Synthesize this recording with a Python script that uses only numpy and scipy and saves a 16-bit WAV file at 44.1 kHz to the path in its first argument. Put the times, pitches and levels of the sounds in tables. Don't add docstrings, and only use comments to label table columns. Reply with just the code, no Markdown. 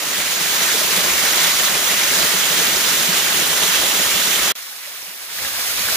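import sys
import numpy as np
from scipy import signal
from scipy.io import wavfile
from scipy.ndimage import uniform_filter1d

SR = 44100
rng = np.random.default_rng(int(sys.argv[2]) if len(sys.argv) > 2 else 0)


def digitize_waveform(pressure):
    field = np.atleast_2d(pressure).T
    bounded = np.clip(field, -1, 1)
    quanta = np.round(bounded * 32767).astype(np.int16)
    wavfile.write(sys.argv[1], SR, quanta)


def volts(x):
    e = np.asarray(x, float) / 20
    return 10 ** e


N = 262836
SCENE_CHANGE_S = 4.5412


def waterfall():
    # hz, left_db, right_db (per Hz)
    foot_low = [(25, -37, -34), (45, -25, -21), (72, -8.5, -4.5), (110, -20, -18), (140, -10.5, -12),
                (168, -5, -1), (209, -6, -8), (250, -10.5, -4.5), (288, -9, -8), (378, -5, -2.5),
                (480, -6.5, -5), (610, -4.5, -2.0), (710, -6.5, -5), (970, -4, -2)]
    foot_high = [(1400, -1, 0), (1930, 0.5, 0.5), (2470, -2, 0.5), (2800, -3, 2.5), (3230, -2, 4),
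                 (3930, -1.5, 1.5), (5060, -5, -1), (6300, -1.5, -0.5), (6880, -3.5, 2.5),
                 (7900, -6.5, -4.5), (12000, -4.5, -5.5), (13300, -5.5, -9), (14600, -3, -8),
                 (15300, -3, -8)]
    slope_low = [(25, -31.5, -28.0), (45, -28.0, -13.0), (75, -21.5, -2.5), (125, -21.0, -13.5),
                 (190, -12.5, -9.5), (260, -15.0, -12.5), (340, -14.5, -10.0), (500, -7.5, -6.5),
                 (650, -6.0, -3.5), (800, -7.5, -4.5), (1000, -5.0, -3.5)]
    slope_high = [(1600, 0.5, 0.5), (2150, 0.5, 3.0), (3000, -2.5, 2.0), (3600, -2.0, 3.0),
                  (4100, 0.5, 2.0), (4700, 0.0, 1.5), (6600, -2.0, -0.5), (7400, -6.0, -1.0),
                  (8100, -5.0, -4.0), (9600, -1.5, -2.0), (11400, -3.0, -0.5), (12600, -3.0, -3.0),
                  (14200, 0.0, -2.0), (15300, -1.0, -2.5)]
    # hz, likeness (0-1), left_lead_rad
    foot_ports = [(40, 0.6, 0.2), (80, 0.87, -0.28), (170, 0.91, 0.4), (398, 0.91, 0.51), (805, 0.43, 0.26),
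                  (1100, 0.19, -0.6), (1600, 0.39, 0.81), (2100, 0.59, 0.018), (3060, 0.06, 0.6),
                  (3820, 0.4, 0.64), (4300, 0, 0.55), (6140, 0.6, -1.34), (7340, 0.14, -1.35),
                  (9500, 0.06, -0.1)]
    slope_ports = [(40, 0.06, 3), (80, 0.29, -4), (170, 0.96, 0.2), (400, 1, 0.4), (800, 0.59, 0.3),
                   (1100, 0.56, 0.5), (1500, 0.48, 1.3), (2140, 0.51, 1.5), (3050, 0.1, 2),
                   (3800, 0.28, 0.5), (4500, 0.35, 4), (6000, 0.3, 2.5), (7340, 0.23, -2),
                   (9500, 0.08, 1.5)]
    # time_s, splash_level_db
    foot_gain = [
        (0, -25.5),
        (0.7, -19.5),
        (4.52, -20),
    ]
    slope_gain = [
        (4.555, -36),
        (5.27, -36.5),
        (5.42, -29),
        (5.56, -28),
        (5.64, -26.5),
        (5.96, -25),
    ]
    fast_flicker = 0.52 * clumps(N, 1, long=500, wide=1)[0]
    slow_flicker = 0.43 * clumps(N, 1, long=2200, wide=1)[0]
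    flicker = volts(fast_flicker + slow_flicker)
    water = np.array([flicker * spray() for _ in range(2)])
    hz, t, spectra = signal.stft(water, SR, nperseg=2048, noverlap=1536)
    spectra = spectra * volts(flow_db(hz, t))
    foot = heard_from(spectra, hz, foot_gain, foot_low + foot_high, foot_ports)
    slope = heard_from(spectra, hz, slope_gain, slope_low + slope_high, slope_ports)
    return volts(8.0) * np.where(np.arange(N) < SCENE_CHANGE_S * SR, foot, slope)


def spray():
    hiss = rng.standard_normal(N)
    fizz = drops(300, 3.64, 2.78, low_hz=150.6, top_hz=14120, count=24)
    gurgle = drops(45, 3.8, 8.67, low_hz=417.5, top_hz=5000, count=18)
    return evened(hiss + volts(-6) * fizz + volts(-15.5) * gurgle)


def drops(per_s, spread_db, cycles, low_hz, top_hz, count):
    out = np.zeros(N)
    for hz in np.geomspace(low_hz, top_hz, count):
        how_many = int(per_s * hz / 3000 * N / SR) + 1
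        when, size = rng.random((2, 12000))[:, :how_many]
        strength = volts(spread_db * np.minimum(-np.log(size + 1e-9), 4))
        hits = np.bincount((when * N).astype(int), strength, N)
        ringing = signal.oaconvolve(hits, bubble(hz, cycles, 0.0805))[:N]
        out += evened(ringing) * np.sqrt(hz)
    return evened(out)


def bubble(hz, cycles, glide):
    turns = np.arange(int(3 * cycles * SR / hz) + 2) * hz / SR
    tone = np.sin(2 * np.pi * turns * (1 + glide * turns / cycles))
    return tone * np.exp(-turns / cycles) * (1 - np.exp(-2 * turns))


def flow_db(hz, t):
    # time_s, swell_db, half_length_s
    surges = [(0.52, 1, 0.021), (0.87, -1.5, .03), (1.05, -0.8, 0.087), (1.238, -1, 0.016),
              (1.28, 0.5, 0.018), (1.43, 1.3, 0.037), (1.806, -1.2, 0.019), (2.027, 1.1, .025),
              (2.107, -1, .025), (2.188, 1.7, .04), (2.38, 0.3, .04), (2.497, -0.2, .025),
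              (2.675, .8, 0.018), (2.94, 1.1, .06), (3.46, -1.5, 0.094), (3.73, .9, 0.099),
              (3.93, -1.7, .025), (4.22, -0.5, 0.14), (5.023, 1, 0.019), (5.142, -1.5, .03),
              (5.448, 0.5, .02), (5.89, 0.5, .025)]
    # hz, share_of_surge, patch_depth_db, bass_lift_db
    ranges = [(90, 0, 1.5, 12), (150, 0.33, 1.15, 5.5), (350, 0, 1.1, 4), (600, 0, 1.5, 2),
              (1200, 0.64, 0.92, 1.5), (3500, 1.07, 0.82, 1.5), (7000, 0.9, 0.53, 1.5),
              (8500, 0.57, 0.5, 1)]
    # hz, change_db
    tipped = [
        (1200, 0.4),
        (2100, -1),
        (3200, 2.2),
        (4500, -0.5),
        (6300, -0.5),
        (8500, 0.2),
    ]
    tip_s, tip_length_s = 3.2, 1
    opening_s, opening_rise_s = 5.31, .09
    calm_share = .5
    follows, patch_db, lift_db = read(ranges, hz)
    surge_db = sum(db * np.exp(-.5 * ((t - s) / half) ** 2) for s, db, half in surges)
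    tipping = read(tipped, hz)[0] * (eased(t, tip_s, tip_length_s) - .5)
    bass_lift = lift_db * (eased(t, opening_s, opening_rise_s) - calm_share)
    patches = patch_db * clumps(len(t), len(hz), long=3, wide=40)
    return follows * surge_db + patches + np.where(t < SCENE_CHANGE_S, tipping, bass_lift)


def heard_from(spectra, hz, gain, colour, ports):
    same, lead = read(ports, hz)
    same = np.clip(same, 0, 1)
    left = spectra[0] * np.exp(1j * lead)
    right = same * spectra[0] + np.sqrt(1 - same ** 2) * spectra[1]
    coloured = np.array([left, right]) * volts(read(colour, hz))
    sound = signal.istft(coloured, SR, nperseg=2048, noverlap=1536)[1][:, :N]
    return sound * volts(np.interp(np.arange(N) / SR, *np.transpose(gain)))


def slaps():
    # start_s, peak_db, pitch_hz, left_minus_right_db
    big_drops = [(0.1694, -17, 3130, -3.0), (0.185, -18, 2920, -2.0), (1.0997, -12, 2160, 6),
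                 (1.2672, -12, 3400, -14), (1.3794, -14, 4760, 3), (2.229, -5, 2880, -1),
                 (4.499, -13, 2010, -5), (5.301, -26, 1600, -4), (5.386, -16, 1670, 0),
                 (5.449, -13, 1610, 3), (5.7933, -9, 3990, -1.5), (5.8854, -9, 1440, -2.0),
                 (5.935, -17, 2250, -4)]
    out, t = np.zeros((2, N)), np.arange(900) / SR
    for s, db, hz, pan_db in big_drops:
        burst = .5 * rng.standard_normal((2, len(t))) * np.exp(-t / 0.0017)
        ring = np.pad(bubble(hz, 3.7, 0.052), (0, len(t)))[:len(t)]
        add(out, s, panned(db - 4.5, pan_db) * (1.33 * ring + 1.06 * burst))
    return out


def ticks():
    # start_s, peak_db, left_minus_right_db
    droplets = [
        (1.333, -9.5, -2.5),
        (1.5711, -9, -2.5),
        (2.3044, -12, -1),
        (4.627, -24, -4),
        (4.7024, -33, -1.0),
        (4.7614, -31, -1.0),
        (4.8794, -32, -1.5),
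        (5.027, -28, -15),
        (5.0994, -33, -1.0),
        (5.8194, -16, -1.5),
    ]
    out, t = np.zeros((2, N)), np.arange(300) / SR
    for s, db, pan_db in droplets:
        ring = np.sin(2 * np.pi * 5600 * t) + 0.57 * rng.standard_normal(len(t))
        snap = ring * np.exp(-t / .0007) * (1 - np.exp(-t / .0002))
        add(out, s + .0007, panned(db + 5, pan_db) * snap)
    return out


def pool_thumps():
    # start_s, peak_db, pitch_hz
    pockets = [
        (0.07, -38, 174),
        (0.98, -26, 185),
        (4.27, -30, 166),
        (3.088, -19.5, 183),
        (4.158, -25, 207),
        (5.079, -45, 191),
        (5.395, -48, 199),
    ]
    return swells(pockets, 5.5, left_db=-5.0, right_db=-1.5)


def pool_notes():
    # start_s, peak_db, pitch_hz
    singing = [
        (0.745, -24.5, 445),
        (0.814, -23, 610),
        (4.874, -42, 576),
        (5.929, -32, 630),
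    ]
    return swells(singing, 12.0, left_db=0.5, right_db=2.5)


def wind():
    # start_s, peak_db, pitch_hz
    puffs = [
        (0.16, -48, 70),
        (0.79, -43, 70),
        (3.06, -42, 72),
        (1.119, -41, 61.9),
        (2.354, -40, 64.6),
        (4.379, -36, 45.8),
        (5.519, -38, 86.1),
        (5.692, -42, 67.3),
        (5.844, -32.5, 99.6),
    ]
    return swells(puffs, 6.7, left_db=-23, right_db=-0.5)


def swells(rows, cycles, left_db, right_db):
    out = np.zeros((2, N))
    sides_db = np.array([[left_db], [right_db]])
    for s, db, hz in rows:
        t = np.arange(int(cycles * SR / hz)) / SR
        start = s - .27 * t[-1]
        add(out, start, volts(db + sides_db) * np.sin(2 * np.pi * hz * t) * np.hanning(len(t)))
    return out


def clumps(frames, bins, long, wide):
    field = rng.standard_normal((bins, frames))
    for _ in range(2):
        field = uniform_filter1d(uniform_filter1d(field, long, 1), wide, 0)
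    return evened(field)


def evened(x):
    return x / np.sqrt(np.mean(abs(x) ** 2) + 1e-20)


def eased(t, s, length):
    return .5 + .5 * np.tanh((t - s) / length)


def read(points, hz):
    f, *columns = np.transpose(points)
    return np.array([np.interp(np.log(hz + 1), np.log(f + 1), c) for c in columns])[..., None]


def panned(db, pan_db):
    return volts(db + np.array([[.5], [-.5]]) * pan_db)


def add(mix, s, sound):
    part = mix[:, round(s * SR):][:, :sound.shape[1]]
    part += sound[:, :part.shape[1]]


def splice(fade):
    cut_s, return_s = 4.5196, 4.5528
    drop_db, deepest_db = -13, -50
    creep_db, creep_rise = -15, 2200
    now = np.arange(N) / SR
    dying = np.maximum(drop_db - fade * (now - cut_s), deepest_db)
    creeping = creep_db - creep_rise * (return_s - now)
    dip = np.where(now < SCENE_CHANGE_S, dying, creeping)
    return volts(np.where((now < cut_s) | (now > return_s), 0, dip))


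def scene():
    return waterfall() + slaps() + ticks() + pool_thumps() + pool_notes() + wind()


def low_pass(x):
    return signal.sosfilt(signal.butter(12, 16800, fs=SR, output="sos"), x)


def record(dry):
    # hz, threshold_sigmas (lower = more often)
    dropout = [
        (2500, 3.1),
        (4500, 2.7),
        (6000, 3.1),
        (8100, 1.7),
        (9500, 2.6),
        (10800, 2.0),
        (12000, 2.4),
        (13100, 1.75),
        (14500, 2.7),
    ]
    limited = 1.5 * np.tanh(dry / 1.5)
    hz, t, z = signal.stft(limited, SR, nperseg=1024, noverlap=768)
    gaps = clumps(len(t), len(hz), long=11, wide=3) > read(dropout, hz)[0]
    thinned = z * np.where(gaps, volts(-25), 1)
    gappy = signal.istft(thinned, SR, nperseg=1024, noverlap=768)[1][:, :N]
    body = signal.oaconvolve(gappy, signal.firwin(255, 4300, fs=SR)[None], "same")
    treble = gappy - body
    cut = body * splice(1500) + treble * splice(4000)
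    treble_limit = signal.firwin(2047, 15500, window=("kaiser", 10), fs=SR)
    banded = signal.oaconvolve(cut, treble_limit[None], "same")
    return low_pass(banded)


dry = scene()
out = record(dry)
digitize_waveform(out)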